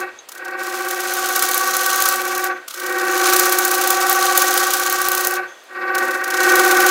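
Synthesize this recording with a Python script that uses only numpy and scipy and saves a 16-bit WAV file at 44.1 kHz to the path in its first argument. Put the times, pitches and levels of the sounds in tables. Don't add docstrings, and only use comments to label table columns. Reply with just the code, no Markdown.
import sys
import numpy as np
from scipy import signal
from scipy.fft import rfft, irfft
from scipy.io import wavfile
from scipy.ndimage import uniform_filter1d

SR = 44100
rng = np.random.default_rng(int(sys.argv[2]) if len(sys.argv) > 2 else 0)


def log_audio(samples):
    frames = np.atleast_2d(samples).T
    limited = np.clip(frames, -1, 1)
    pcm = np.round(limited * 32767).astype(np.int16)
    wavfile.write(sys.argv[1], SR, pcm)


def undo_db(level):
    steps = np.asarray(level, float) / 20
    return 10 ** steps


N = 304290
T = np.arange(N) / SR

TURNS_PER_S = 15.69
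SETTLE_S = 0.58
FIFTH_DB = -9
# t/s, lead over steady speed/turns
SPINDLE_LEAD = [(0, .004), (.45, .0225), (.8, .0103), (1.5, -.0056), (2, -.0028), (2.95, .0277),
                (3.3, .0188), (4.9, .0202), (5.3, .0247), (5.9, .0526), (6.2, .0555), (6.9, .048)]
# t/s, tearing level/dB, usual end-grain catch level/dB
CUT_DEPTH = [(0, -38.5, -24), (.59, -36.5, -33), (.9, -35, -24), (1.35, -28.5, -15), (2.1, -26.5, -10),
             (2.2, -33.5, -20), (2.47, -33, -19), (2.7, -42.5, -21), (3.05, -34, -26), (3.3, -23, -12),
             (3.6, -29, -12.5), (4.4, -25, -15), (5.2, -31, -8), (5.36, -35.5, -21), (5.96, -32.5, -25),
             (6.26, -49, -22), (6.45, -28.5, -17), (6.9, -24, -12)]


def evened(x):
    return x / np.sqrt(np.mean(x ** 2) + 1e-20)


def curve(rows):
    s, *columns = np.transpose(rows)
    return [np.interp(T, s, c) for c in columns]


def coloured(x, points):
    f, db = np.transpose(points)
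    hz = np.fft.rfftfreq(len(x), 1 / SR)
    gain_db = np.interp(np.log(hz + 1), np.log(f), db)
    return irfft(rfft(x) * undo_db(gain_db), len(x))


def resonated(x, peaks):
    hz = np.fft.rfftfreq(len(x), 1 / SR)
    response = sum(undo_db(db) / (1 + 2j * (hz - f) / w) ** 2 for f, w, db in peaks)
    return irfft(rfft(x) * response, len(x))


def drift(hz):
    knots = rng.standard_normal(int(N / SR * 40) + 2)
    smooth = signal.lfilter([1], [1, -np.exp(-2 * np.pi * hz / 40)], knots)
    return evened(np.interp(T * 40, np.arange(len(knots)), smooth))


def hand():
    # bevel lands t/s, edge first bites t/s, bevel lifts t/s
    passes = [
        (-5, -2.5, .04),
        (0.3036, .29, 2.515),
        (2.715, 2.5, 5.4),
        (5.67, 6, 7.5),
    ]
    land, bite, lift = np.transpose(passes)[:, :, None]
    landing_db = -32.5 * np.exp(np.minimum((land - T) / 0.058, 1))
    lifting_db = -150 * np.maximum(T - lift, 0)
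    loss_db = np.minimum(landing_db, lifting_db)
    current = np.searchsorted(land[:, 0], T) - 1
    return loss_db.max(0), T - bite[current, 0]


def shop():
    # f/Hz, level per Hz/dB
    air_colour = [(35, -72), (60, -42), (81, -20), (185, -5.5), (521, 5), (3340, -3.5), (4980, -8.5),
                  (6450, -22), (6920, -10.5), (15400, -29), (16500, -43)]
    air = undo_db(-47) * evened(coloured(rng.standard_normal(N), air_colour))
    hum = evened(resonated(rng.standard_normal(N), [(92.7, 16, 0), (130, 80, -14)]))
    loss_db, since = hand()
    load_db = loss_db - 30 * np.clip(1 - since / SETTLE_S / 1.9, 0, 1)
    hum_db = -78 + 0.43 * load_db + 2.5 * drift(1.1) + 34.5
    return air + hum * undo_db(hum_db)


def around(rows, turns):
    once, at1, twice, at2 = np.transpose(rows)[:, :, None]
    return once * np.cos(2 * np.pi * (turns - at1)) + twice * np.cos(2 * 2 * np.pi * (turns - at2))


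def bevel():
    # t/s, bevel pressure/dB, lean toward the low partials/dB
    pressure = [(0, -30, -0.5), (.43, -30.5, -7), (.8, -31.5, 1), (1.6, -25, -9), (2.12, -25.5, -10.5),
                (2.25, -28.5, -2), (2.86, -26, -2.5), (3.33, -21.5, -.5), (3.6, -25.5, -0.5),
                (4.4, -22.5, -5.5), (4.62, -24, -3.5), (4.72, -26.5, -6.5), (5.37, -27, -2.5),
                (5.84, -25, -4.5), (6.02, -21, -5.5), (6.26, -25.5, -10), (6.5, -18, -0.5),
                (6.9, -18.5, -1.5)]
    ridges = np.array([[23], [49], [73], [96], [119], [101]])
    # level over the pressure/dB, share of the lean, level gained on the inner ridges/dB,
    # share of the lean there, share of the loss at landing and lifting
    partials = [(-0.3, 1.06, 0.24, 0.97, 1.26), (-4.5, 0.5, 2.5, 0.33, 2.2), (-6, 0.5, 2.5, -0.24, 1.6),
                (-2.5, 0, 0.45, 0, 1.05), (FIFTH_DB - 2, 0, -0.59, 0, 0.77), (-11, -0.5, -2, 0, 0.9)]
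    # once a turn/dB, at/turn, twice a turn/dB, at/turn
    outer_swell = [(2.2, 0.67, 1.7, 0.15), (1.2, 0.61, 2.3, 0.36), (2.8, 0.71, 5.3, 0.2),
                   (3.8, 0.53, 1.0, 0.2), (1.1, 0.74, 5.3, 0.35), (3.6, 0.46, 4.2, 0.19)]
    inner_swell = [(1.6, 0.96, 1.1, 0.12), (2.7, 0.7, 2.6, 0.29), (5.6, 0.4, 1.1, 0.2),
                   (3.6, 0.51, 0.4, 0.43), (2.8, 0.59, 3.4, 0.3), (3.2, 0.34, 3.1, 0.2)]
    outer_early = [(0.08, 0.14, 0.02, 0.1), (0.02, 0.01, 0.07, 0.21), (0.11, 0.39, 0.0, 0.38),
                   (0.14, 0.48, 0.1, 0.45), (0.03, 0.03, 0.05, 0.46), (0.17, 0.12, 0.05, 0.37)]
    inner_early = [(0.03, 0.15, 0.01, 0.39), (0.03, 0.83, 0.09, 0.22), (0.14, 0.04, 0.06, 0.43),
                   (0.16, 0.51, 0.1, 0.44), (0.06, 0.02, 0.04, 0.49), (0.16, 0.06, 0.1, 0.39)]
    # f/Hz, width/Hz, level/dB
    body = [(319.7, 52, -7), (527, 74, -1.5), (762, 59, 0), (929, 13, -14.5), (1105, 20, -26),
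            (1158, 55, 2), (1434, 170, -5.5), (1547, 167, 2), (1905, 123, -2.5), (2259, 196, -5),
            (2582, 190, -9)]
    ripple_waves = np.array([16, 32, 34, 59, 68])
    ripple_levels = [-26, -18, -22.5, -22, -18.5]

    turns = TURNS_PER_S * T + curve(SPINDLE_LEAD)[0]
    loss_db, since = hand()
    inward = np.clip((since - SETTLE_S) / 0.41, 0, 1)
    outer_db, inner_swell_db = around(outer_swell, turns), around(inner_swell, turns)
    swell_db = outer_db + inward * (inner_swell_db - outer_db)
    outer_lead, inner_lead = around(outer_early, turns), around(inner_early, turns)
    ridge_lead = outer_lead + inward * (inner_lead - outer_lead)

    push_db, lean_db = curve(pressure)
    over_db, leans, inner_db, inner_leans, loses = np.transpose(partials)[:, :, None]
    level_db = push_db + over_db + (leans + inward * (inner_leans - leans)) * lean_db
    level_db = level_db + inner_db * inward + np.maximum(loses * loss_db, -37)

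    waver = np.array([drift(3.5) for _ in ridges[1:]]) * np.array([[.2], [.5], [.8], [1.1], [1.3]])
    with_own = [0, 1, 2, 3, 4, 3]
    phase = ridges * turns + ridge_lead + 0.01 * waver[::-1][with_own] * ridges / 73
    phase[-1] += .53
    tone_db = level_db + 1.06 * swell_db + 1.3 * waver[with_own]
    tone = np.sqrt(2) * undo_db(tone_db) * np.cos(2 * np.pi * phase)

    per_turn = 2810
    renewed = .2
    fresh = rng.standard_normal((int(turns[-1]) + 22, per_turn))
    surface = signal.lfilter([1], [1, renewed - 1], fresh, axis=0)[20:].ravel()
    grain = resonated(np.interp(turns * per_turn, np.arange(len(surface)), surface), body)
    grain = evened(grain) * undo_db(-2 + .65 * swell_db[3])

    ripples = np.zeros(N)
    for waves, db in zip(ripple_waves, ripple_levels):
        ripples += undo_db(db + 3.25 * drift(3.6)) * np.cos(2 * np.pi * (waves * turns + rng.random()))

    bulge = np.exp(0.76 * (np.cos(2 * np.pi * (turns - .42)) - 1))
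    puffs = evened(resonated(rng.standard_normal(N), [(4160, 2100, 0)])) * bulge * undo_db(-17.5)
    whistle = evened(resonated(rng.standard_normal(N), [(11850, 600, 0)])) * undo_db(-31)

    rub_db = 0.29 * level_db[0] + 0.62 * (push_db + loss_db)
    return tone.sum(0) + (grain + ripples * undo_db(0.5) + puffs + whistle) * undo_db(rub_db)


def engaged():
    # enters t/s, leaves t/s, faint brushing afterwards level/dB
    stays = [
        (-1, 0.0087, -69),
        (0.56, 2.475, -60),
        (2.67, 5.365, -60.5),
        (6, 5.995, -51.5),
        (6, 7.5, -60),
    ]
    enter, leave, idle_db = np.transpose(stays)[:, :, None]
    entering, staying = (T - enter) / 0.035, 1 - (T - leave) / 0.042
    share = np.clip(np.minimum(entering, staying), 0, 1).max(0)
    return share, idle_db[np.searchsorted(leave[:, 0], T) - 1, 0]


def catches():
    # t/s, peak
    # level/dB, length/ms
    single_catches = [(.001, -24, 5.9), (.2882, -25, 6.8), (.3182, -25, 7.3), (.3486, -32, 7.6), (.376, -32, 9),
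                      (.4484, -30.5, 9), (.48, -32, 7.7), (.508, -38, 7.3), (.6325, -22, 5.5), (.8849, -17, 5),
                      (.9083, -13, 4.9), (1.0046, -15, 2.3), (1.1363, -10, 3), (2.68, -21, 7.9),
                      (2.7064, -24, 8.5), (2.7396, -21.5, 7.6), (2.798, -19, 6.1), (2.8624, -17, 6.6),
                      (5.637, -45, 3), (5.949, -14.5, 7.2), (5.9812, -14, 7.3), (6.025, -28, 7.4),
                      (6.2391, -17, 8.2), (6.277, -22, 6.7), (6.303, -16.5, 9.1), (6.3384, -18, 10.6),
                      (6.3693, -19, 10), (6.4022, -15.5, 11), (6.4895, -14, 13), (6.7105, -7, 6.7),
                      (1.3593, -4, 3.8), (1.4232, -2, 4.3), (1.5434, -5.5, 2.2), (1.577, -4, 2.3), (1.7664, -5, 3),
            (1.861, -5, 4), (2.0223, -2.5, 1.8), (2.0547, -6, 2.5), (2.088, 1.5, 1.1), (2.4417, -10.5, 2.2),
            (3.3338, -4.5, 4.9), (3.3625, -2, 5.2), (3.3947, 1, 4.3), (3.5224, -1.5, 4.7),
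            (3.5856, -1.5, 4.2), (3.6494, -4, 3.6), (3.712, -4.5, 4.7), (3.8731, -5, 3.7), (3.904, 0, 3.2),
            (4.0961, -1, 2.1), (4.128, -2, 1.3), (4.3749, 3, 4.4), (4.4178, -4.5, 5.2), (4.575, -3.5, 5.4),
            (4.7355, -4, 2.5), (5.0856, -2.5, 1.2), (5.118, -3.5, 1.1), (5.271, -.5, 1.6),
            (6.5544, -4.5, 4.8), (6.5938, -6.5, 7.5)]
    half = np.arange(int(2 * TURNS_PER_S * T[-1]))
    luck = rng.standard_normal((len(half), 3))
    s = half / 2 / TURNS_PER_S
    narrow = np.clip(2 * np.interp(s, T, hand()[1]) / SETTLE_S - 1, 0, 1)
    at_turn = .46 + narrow * (.29 - .46) - np.interp(s, T, curve(SPINDLE_LEAD)[0])
    s = s + at_turn / TURNS_PER_S + 0.0033 * luck[:, 0]
    far_side_db = -6 * (1 - narrow) * (half % 2 == 0)
    db = np.interp(s, T, curve(CUT_DEPTH)[1]) + 5.5 * np.minimum(luck[:, 1], .7) + far_side_db
    ms = (8.1 + narrow * (2.9 - 8.1)) * np.exp(0.33 * luck[:, 2])
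    placed = np.array(single_catches)
    clear = abs(s[:, None] - placed[:, 0]).min(1) > .016
    free = clear & (np.interp(s, T, engaged()[0]) == 1)
    return np.vstack([placed, np.transpose([s, db, ms])[free]])


def edge():
    # f/Hz, level per Hz/dB
    tear_colour = [(710, -27), (1200, -5), (1310, -5.5), (1530, -9), (1700, -20), (1860, -28),
                   (1990, -16.5), (2890, -12.5), (6290, -11.5), (8830, -15.5), (14600, -18), (16000, -19),
                   (16500, -71)]
    snaps = rng.standard_normal(N) * undo_db(1.6 * np.minimum(rng.exponential(1, N), 5))
    tear = coloured(snaps, tear_colour)
    tear = tear + resonated(tear, [(4140, 560, -14), (6410, 1650, -11.5)]) * undo_db(4.5 * drift(6.2))
    tear /= np.std(coloured(tear, [(4400, -80), (4500, 0), (15000, 0), (15100, -80)]))
    bright = coloured(tear, [(3000, -20.5), (15000, 6.5)])

    swells = np.zeros((2, N + 4000))
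    for s, peak_db, ms in catches():
        ms = np.clip(ms, 1, 14)
        u = np.arange(4000) / SR / ((ms + 1.2) / 1000)
        sharp = np.clip(1.3 - 0.13 * ms, 0, 1)
        burst = np.exp(-2.5 * (u - .7) ** 2 * np.where(u < .7, 3.0, 1))
        trail = 0.18 * np.minimum(u, 1) * np.exp(-u / 4)
        swell = undo_db(peak_db - 7.5) * (burst + trail)
        at = max(int((s - .0012 - 0.00048 * max(ms - 3, 0)) * SR), 0)
        swells[:, at:at + 4000] += np.outer([1 - sharp, sharp], swell)

    share, idle_db = engaged()
    flutter_db = 2.77 * evened(uniform_filter1d(rng.standard_normal(N), 300))
    steady = undo_db(idle_db + share * (curve(CUT_DEPTH)[0] - idle_db) + flutter_db)
    return tear * np.sqrt(steady ** 2 + swells[0, :N] ** 2) + bright * swells[1, :N]


def rest():
    # t/s, level/dB
    slides = [
        [(.1, -76), (.19, -68), (.26, -76)],
        [(2.5, -61), (2.6, -72), (2.67, -86)],
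        [(5.465, -70), (5.48, -62), (5.56, -67), (5.7, -76)],
    ]
    # f/Hz, width/Hz, level/dB
    rest_modes = [(3400, 250, -3), (6270, 550, -5)]
    # t/s, peak level/dB
    knocks = [
        (0.188, -24.5),
    ]
    # f/Hz, level/dB, t60/s
    shank_modes = [(2240, -24, 0.16), (3820, -4, 0.062), (6060, -16, 0.091), (6400, 4, 0.036),
                   (7090, -19, 0.051)]
    scrape = evened(resonated(rng.standard_normal(N) * undo_db(rng.exponential(1, N)), rest_modes))
    level = sum(np.interp(T, s, undo_db(db + 13.5), 0, 0) for s, db in map(np.transpose, slides))
    u = np.arange(6000) / SR
    ring = sum(undo_db(db - 60 * u / t60) * np.sin(2 * np.pi * hz * u) for hz, db, t60 in shank_modes)
    ring = ring * np.minimum(u / 0.0013, 1)
    blows = np.zeros(N)
    for s, db in knocks:
        blows[int(s * SR)] = undo_db(db - 7.5)
    return scrape * level + signal.oaconvolve(blows, ring)[:N]


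def walls(x):
    t60 = .16
    u = np.arange(SR // 2) / SR
    tail = rng.standard_normal((2, len(u))) * undo_db(-60 * u / t60) * (u > .004)
    side = np.convolve(tail[1], [1.5, -3.5, 3.5, -1], "same")
    tail = tail[0] + 0.084 * np.outer([1, -1], side)
    return signal.oaconvolve(x[None], tail / np.linalg.norm(tail[0]), axes=1)[:, :N]


def scene():
    rub = bevel()
    tool = edge() + rest()
    return shop() + rub + tool + walls(undo_db(-13) * tool + undo_db(-20) * rub)


def roll_off(x):
    return signal.sosfilt(signal.butter(12, 17000, fs=SR, output="sos"), x)


def record(dry):
    soft = np.tanh(dry / .9) * .9
    bass_cut = signal.butter(5, 235, "high", fs=SR, output="sos")
    thin = signal.sosfilt(bass_cut, soft) + undo_db(-26.5) * soft
    top_cut = signal.firwin(255, 15800, window=("kaiser", 8), fs=SR)
    return roll_off(signal.oaconvolve(thin, top_cut[None], "same"))


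dry = scene()
out = record(dry)
log_audio(out)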